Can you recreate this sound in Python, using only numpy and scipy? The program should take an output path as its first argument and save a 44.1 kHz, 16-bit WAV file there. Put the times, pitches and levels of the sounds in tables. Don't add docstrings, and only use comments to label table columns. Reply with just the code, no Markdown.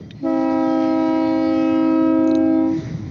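import sys
import numpy as np
from scipy import signal
from scipy.io import wavfile
from scipy.ndimage import uniform_filter1d

SR = 44100
rng = np.random.default_rng(int(sys.argv[2]) if len(sys.argv) > 2 else 0)


def makeup_ratio(level_db):
    decades = np.asarray(level_db, float) / 20
    return 10 ** decades


def store_pcm(level_fs):
    pcm = np.round(np.clip(level_fs, -1, 1) * 32767).astype(np.int16)
    wavfile.write(sys.argv[1], SR, np.atleast_2d(pcm).T)


N = 136710

START_S, STOP_S = .1965, 2.76
# t/s, level/dB
GLINT = [(.3, -3.5), (.6, -2), (.86, 1.5), (.91, 1.5), (1.25, 2), (1.55, -0.5), (1.75, 0.5), (2.1, -5),
         (2.6, -6.5)]
# t/s, pitch level/dB, brightness/(dB/octave)
HIGH_CHIME = [(.2, -76, 13), (.232, -35, 4), (.25, -22, -1.6), (.5, -22, 1.12), (.8, -20.5, -0.1),
              (1.45, -20, 0.46), (2.0, -17.5, -0.88), (2.58, -17.5, -1.52), (2.75, -21.5, -2.5)]


def curve(table, col=1):
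    table = np.array(table, float)
    return np.interp(np.arange(N) / SR, table[:, 0], table[:, col])


def unit(x):
    return x / np.sqrt(np.mean(x ** 2))


def band(x, hz, width_hz):
    return signal.lfilter(*signal.iirpeak(hz, hz / width_hz, fs=SR), x)


def ringing_noise(hz, width_hz):
    return unit(band(band(rng.standard_normal(N), hz, width_hz), hz, width_hz))


def walk(rate_hz):
    hold = int(SR / rate_hz)
    steps = np.repeat(rng.standard_normal(N // hold + 1), hold)
    return 1.9 * uniform_filter1d(uniform_filter1d(steps, hold), hold)[:N]


def bands(table, flicker_db):
    table, out = np.array(table, float), 0
    octaves = np.log2(table[-1, 0] / table[0, 0])
    for hz in table[0, 0] * 2 ** np.arange(0, octaves, 1 / 3):
        db = np.interp(np.log(hz), np.log(table[:, 0]), table[:, 1]) + flicker_db * walk(9)
        noise = rng.standard_normal(N)
        out = out + makeup_ratio(db) * band(band(noise, hz, hz / 3), hz, hz / 3)
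    return unit(out)


def blowing():
    t = np.arange(N) / SR
    tail_t60_s = 0.22
    opening = np.clip((t - START_S) / 0.0088, 0, 1)
    return opening * makeup_ratio(-60 * np.clip(t - STOP_S, 0, None) / tail_t60_s)


def ticks():
    # t/s, peak/dB
    blips = [(0.2827, -50), (0.304, -53), (0.6637, -50.5), (1.2053, -60), (1.224, -70), (1.403, -56.5),
             (1.6253, -61.5), (1.764, -58), (1.8221, -51), (2.1816, -53), (2.244, -51.5), (2.2765, -70.5),
             (2.3135, -51.5), (2.3819, -52), (2.4638, -55.5), (2.5045, -63.5)]
    hiss_db, tick_db, t60_s = -84, 2, .002
    out, u = makeup_ratio(hiss_db) * rng.standard_normal(N), np.arange(200) / SR
    for s, db in blips:
        i = int(s * SR)
        out[i:i + 200] += rng.standard_normal(200) * makeup_ratio(db + tick_db - 60 * u / t60_s)
    return signal.sosfilt(signal.butter(4, 8000, "high", fs=SR, output="sos"), out)


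def clicks():
    # t/s, peak/dB, f/Hz, t60/s
    knocks = [(.107, -36, 3470, 0.0069), (0.107, -36, 3110, 0.025), (0.1078, -33, 3620, 0.04),
              (0.1078, -35, 1800, 0.016), (0.1075, -35, 2470, 0.021), (0.111, -37, 5400, 0.008),
              (0.114, -34, 3710, 0.0082), (2.243, -31, 6820, 0.0098), (2.2745, -24, 6700, 0.0079),
              (2.2766, -32, 4000, 0.007), (2.281, -32, 6630, 0.0086), (2.2913, -38.5, 6200, 0.011),
              (2.297, -29.5, 6760, 0.0077), (2.3122, -26, 3994, 0.011), (2.3133, -36, 6220, 0.0061),
              (2.3515, -21, 3900, 0.01), (2.3532, -32, 4010, 0.0088), (2.352, -29.5, 6300, 0.016),
              (2.359, -35.5, 6420, 0.0075), (2.3595, -40, 4000, 0.011), (2.37, -32.5, 6700, 0.013)]
    out, u = np.zeros(N + 1000), np.arange(1000) / SR
    attack = np.clip(u / .0009, 0, 1)
    for s, db, hz, t60_s in knocks:
        grit = unit(band(rng.standard_normal(1000), hz, hz / 7))
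        tone = np.sin(2 * np.pi * hz * u) + .45 * grit
        i = int(s * SR)
        out[i:i + 1000] += tone * makeup_ratio(db - 60 * u / t60_s) * attack
    return out[:N]


def squeaks():
    # start t/s, length/s, f/Hz, level/dB
    slips = [
        (0, 0.061, 1937, -63),
        (0, 0.14, 3210, -67),
        (0, 0.074, 4740, -65.5),
        (.12, 0.097, 1957, -61),
        (0.15, 0.11, 4190, -62.5),
    ]
    t, out = np.arange(N) / SR, 0
    for s, length_s, hz, db in slips:
        shape = np.clip(np.minimum(t - s + .01, s + length_s - t) / 0.013, 0, 1)
        out = out + makeup_ratio(db) * shape * ringing_noise(hz, 49)
    return out


def late_bursts():
    # t/s, peak/dB, f/Hz, length/s
    thumps = [(2.745, -30, 190, 0.038), (2.785, -25, 150, 0.041), (2.824, -34, 338, 0.026),
              (2.866, -27.5, 125, .05), (2.885, -30.5, 267, .05), (2.925, -25.5, 159, 0.1),
              (2.955, -22.5, 152, 0.024), (2.996, -31, 326, 0.043), (3.005, -25.5, 214, 0.037),
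              (3.023, -31, 111, 0.045), (3.04, -31, 315, .04), (3.075, -28, 134, 0.048),
              (3.085, -34, 255, 0.049)]
    t, out = np.arange(N) / SR, 0
    for s, db, hz, length_s in thumps:
        shape = np.exp(-(2 * (t - s) / length_s) ** 2)
        out = out + makeup_ratio(db) * shape * np.sin(2 * np.pi * hz * (t - s))
    return out


def diesel():
    # f/Hz, density/(dB/Hz)
    rumble = [(25, -27.5), (60, -19), (90, -4.5), (160, -7.5), (330, -17.5), (440, -23.5), (1100, -37.5),
              (6500, -64.5)]
    # t/s, level/dB
    engine_db = [(0, -36.5), (.2, -41), (1.5, -38), (2.6, -38.5), (2.8, -32), (3.1, -32)]
    # f/Hz, width/Hz, level/dB
    stack_modes = [(89.7, 9.8, -7.5), (108.1, 13, -1.5), (149.4, 6.7, -1), (214.3, 11, -5.5),
                   (265, 18, -12), (317, 7.3, -12.5)]
    # f/Hz, width/Hz, level/dB
    whine = [(1280, 300, -33), (1990, 560, -23.5), (3900, 1500, -28), (4900, 560, -33.5), (5930, 800, -28),
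             (6700, 150, -34.5), (10600, 1400, -44)]
    # t/s, level/dB
    fans_db = [(0, -3.5), (.2, -1.5), (2.55, -10.5), (2.68, 5), (2.8, 7.5), (2.92, 3), (3.1, 0)]
    firing_hz, jitter, scatter_db, flicker_db = 26.1, 0.1184, 2.0, 2
    stack_db, stack_end_db = 1, -5
    duck_db, duck_s = -5, 0.096

    chance = rng.standard_normal((200, 2))
    at = (np.cumsum(1 + jitter * chance[:, 0]) / firing_hz * SR).astype(int)
    pulses = np.zeros(N)
    pulses[at[at < N]] = makeup_ratio(scatter_db * chance[at < N, 1])
    drive = unit(pulses) + 1.6 * rng.standard_normal(N)
    stack = unit(sum(makeup_ratio(db) * band(band(drive, hz, w), hz, 2 * w) for hz, w, db in stack_modes))

    fans = 0
    for hz, width_hz, db in whine:
        fans = fans + makeup_ratio(db + .9 * walk(22) + curve(fans_db)) * ringing_noise(hz, width_hz)

    i = np.arange(N)
    duck = uniform_filter1d(blowing() * (i < (STOP_S - duck_s) * SR), int(duck_s * SR))
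    after_horn = (1 - duck) * (i > N / 2)
    stack = stack * makeup_ratio(stack_db + stack_end_db * after_horn)
    return (bands(rumble, flicker_db) + stack + fans) * makeup_ratio(curve(engine_db) + duck_db * duck)


def chime(hz, blat_db, thin_db, lead_s, sharp, sharp_end, shape, orders, beats):
    onset_s, onset_db_per_oct, fade_s, fade_db_per_oct = 0.268, -21.5, 2.663, -10
    echo_s, blat_s = 0.48, 0.1
    upper_beat = (0.52, 2.33, 0.5)
    waver_hz, breath_db, breath_width_hz = 0.11, -26.5, 59.6
    glint_hz, glint_width_hz = 4300, 900
    flutter_db, slow_db, slow_s = 2.8, -6.5, 0.3

    t = np.arange(N) / SR
    since = np.clip(t - START_S, 0, None)
    closing = np.clip((t - fade_s) / 0.13, 0, 1)
    slow, slow_settle_s, quick, quick_settle_s = sharp
    glide = slow * np.exp(-since / slow_settle_s) + quick * np.exp(-since / quick_settle_s)
    pitch_hz = hz * (1 + glide + sharp_end * closing)
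    phase = 2 * np.pi * np.cumsum((pitch_hz + waver_hz * walk(11.73)) * (t > START_S)) / SR
    tilt = curve(shape, col=2) + fade_db_per_oct * closing
    tilt = tilt + onset_db_per_oct * np.clip((onset_s - lead_s - t) / 0.058, 0, 1)
    arrived = np.clip((t - onset_s) / echo_s, 0, 1)
    even_db = blat_db * np.exp(-np.clip(t - onset_s, 0, None) / blat_s)
    even_db = even_db + thin_db * np.clip((t - fade_s + 0.049) / 0.057, 0, 1)
    out = 0
    for k, db in orders:
        k = round(k)
        echoes = [b[1:] for b in beats if round(b[0]) == k] or [upper_beat] * (k > 1)
        wander_db = .2 if k < 9 else .45
        db = db + np.log2(k) * (tilt + wander_db * walk(5.1))
        db = db + even_db * (k % 2 == 0)
        db = db + curve(GLINT) * np.exp(-((k * hz - glint_hz) / glint_width_hz) ** 2)
        if k > 7:
            db = db + flutter_db * walk(16) + slow_db * np.exp(-since / slow_s)
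        turn = k * phase + 2 * np.pi * rng.random() * (k > 1)
        echo = sum(d * np.sin(turn + 2 * np.pi * b * (t - at_s)) for b, at_s, d in echoes)
        out = out + makeup_ratio(db) * (np.sin(turn) - arrived * echo)
    breath = unit(band(rng.standard_normal(N), hz, breath_width_hz))
    return (np.sqrt(2) * out + makeup_ratio(breath_db) * breath) * makeup_ratio(curve(shape)) * blowing()


def horn():
    # t/s, level/dB, brightness/(dB/octave)
    low_shape = [(.2, -41, -14.5), (.235, -23.5, -0.5), (.38, -21.5, 1), (.74, -21.5, 1), (1.3, -24, 0.5),
                 (1.95, -20.5, 0), (2.6, -20.5, -0.5), (2.71, -23, 1.5), (2.78, -38.5, 3.5)]
    # multiple, level/dB
    low_orders = [(1, -1), (2, -8), (3, -12.5), (4, -32), (5, -30.5), (6, -38.5), (7, -36), (8, -37),
                  (9, -52.5), (10, -54), (11, -51.5), (12, -57.5), (13, -55.5), (14, -46.5), (15, -46),
                  (16, -56), (17, -47)]
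    high_orders = [(1, 0.5), (2, -10.5), (3, -14.5), (4, -19.5), (5, -28.5), (6, -27.5), (7, -30),
                   (8, -31.5), (9, -38.5), (10, -42.5), (11, -42.5), (12, -45.5), (13, -40), (14, -45),
                   (15, -48), (16, -47), (17, -57.5), (18, -65.5), (19, -59), (20, -54.5), (21, -51),
                   (22, -52.5), (23, -47.5), (24, -50.5), (25, -58), (26, -52), (27, -54)]
    # multiple, beat/Hz, opposed at t/s, depth 0-1
    low_beats = [(2.0, 1.31, 1.09, 0.19), (2.0, 0.5, 2.48, 0.2), (3.0, 0.17, 2.2, 0.74),
                 (3.0, 0.82, 1.94, 0.2), (4.0, 0.68, 2.4, 0.47), (4.0, 2.13, 2.54, 0.4),
                 (5.0, 0.66, 1.1, 0.17), (5.0, 1.69, 1.44, 0.25)]
    high_beats = [(2.0, 0.69, 1.63, 0.3), (2.0, 0.24, 2.48, 0.24), (3.0, 0.19, 2.03, 0.69),
                  (3.0, -1.32, 2.39, 0.4), (4.0, 0.92, 2.41, 0.65), (4.0, -1.18, 0.86, 0.24),
                  (5.0, 0.71, 1.49, 0.31), (5.0, 2.9, 2.27, 0.18), (6.0, 0.16, 2.02, 0.62),
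                  (6.0, -0.74, 1.0, 0.38), (7.0, 0.38, 2.6, 0.57), (7.0, -0.89, 0.74, 0.35),
                  (8.0, 0.59, 2.34, 0.49), (8.0, -2.78, 1.47, 0.24), (9.0, .45, 2.5, .65),
                  (10.0, .3, 2.75, .6), (10.0, .85, 1.2, .4), (11.0, .83, 2.0, .75), (13.0, .5, 2.0, .7)]
    # f/Hz, density/(dB/Hz)
    air_spectrum = [(700, 7), (1500, -8), (2200, 0), (3000, -15), (4300, -4.5), (6000, -9.5), (7200, -14)]
    # t/s, level/dB
    air_db = [(.15, -60), (.24, -49), (.45, -47), (.8, -48.5), (1.3, -50.5), (1.6, -51), (2.2, -54.5),
              (2.6, -56.5), (2.8, -61)]
    side_db, side_hz, patchy_db, gusts_db, pulsing = -22.5, 355.8, 1.6, 1.1, 0.62

    side = ringing_noise(side_hz, 5.2) * makeup_ratio(side_db + curve(HIGH_CHIME)) * blowing()
    low = chime(265.25, blat_db=0, thin_db=0, lead_s=0.014, sharp=(.019, .14, .06, .025), sharp_end=0,
                shape=low_shape, orders=low_orders, beats=low_beats)
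    high = chime(320.7, blat_db=8, thin_db=-5, lead_s=0, sharp=(.013, .25, .036, .025), sharp_end=0.015,
                 shape=HIGH_CHIME, orders=high_orders, beats=high_beats)
    both = low + high
    air = bands(air_spectrum, patchy_db) * makeup_ratio(curve(air_db)) * (np.arange(N) > air_db[0][0] * SR)
    air = air * makeup_ratio(0.58 * curve(GLINT) + gusts_db * walk(30)) * (1 + pulsing * unit(both))
    return both + side + air


def scattered(blast):
    field_db, t60_s = -20, .8
    u = np.arange(SR // 2) / SR
    field = rng.standard_normal(len(u)) * makeup_ratio(-60 * u / t60_s) * (u > .03)
    return makeup_ratio(field_db) * signal.fftconvolve(blast, field / np.sqrt(np.sum(field ** 2)))[:N]


def late_echoes(blast):
    # delay/s, level/dB
    walls = [
        (.06, -25),
        (.125, -19),
        (.29, -26),
    ]
    late = sum(makeup_ratio(db) * np.roll(blast, int(s * SR)) for s, db in walls)
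    late = signal.sosfilt(signal.butter(1, [500, 850], "band", fs=SR, output="sos"), late)
    return 2 * late * np.clip((np.arange(N) / SR - STOP_S + .04) / .06, 0, 1)


def scene():
    square_db, cube_db, cut_hz = -27, -22, 6140
    blast = horn()
    air = blast + scattered(blast) + late_echoes(blast)
    air = air + diesel() + clicks() + squeaks() + late_bursts()
    air = air + makeup_ratio(square_db) * air ** 2 - makeup_ratio(cube_db) * air ** 3
    air = signal.sosfilt(signal.butter(9, cut_hz, fs=SR, output="sos"), air)
    air = signal.sosfilt(signal.butter(1, 22, "high", fs=SR, output="sos"), air)
    return (air + ticks())[None]


def roll_off(x):
    return signal.sosfilt(signal.butter(12, 15830, fs=SR, output="sos"), x)


def record(dry):
    return roll_off(dry)


dry = scene()
out = record(dry)
store_pcm(out)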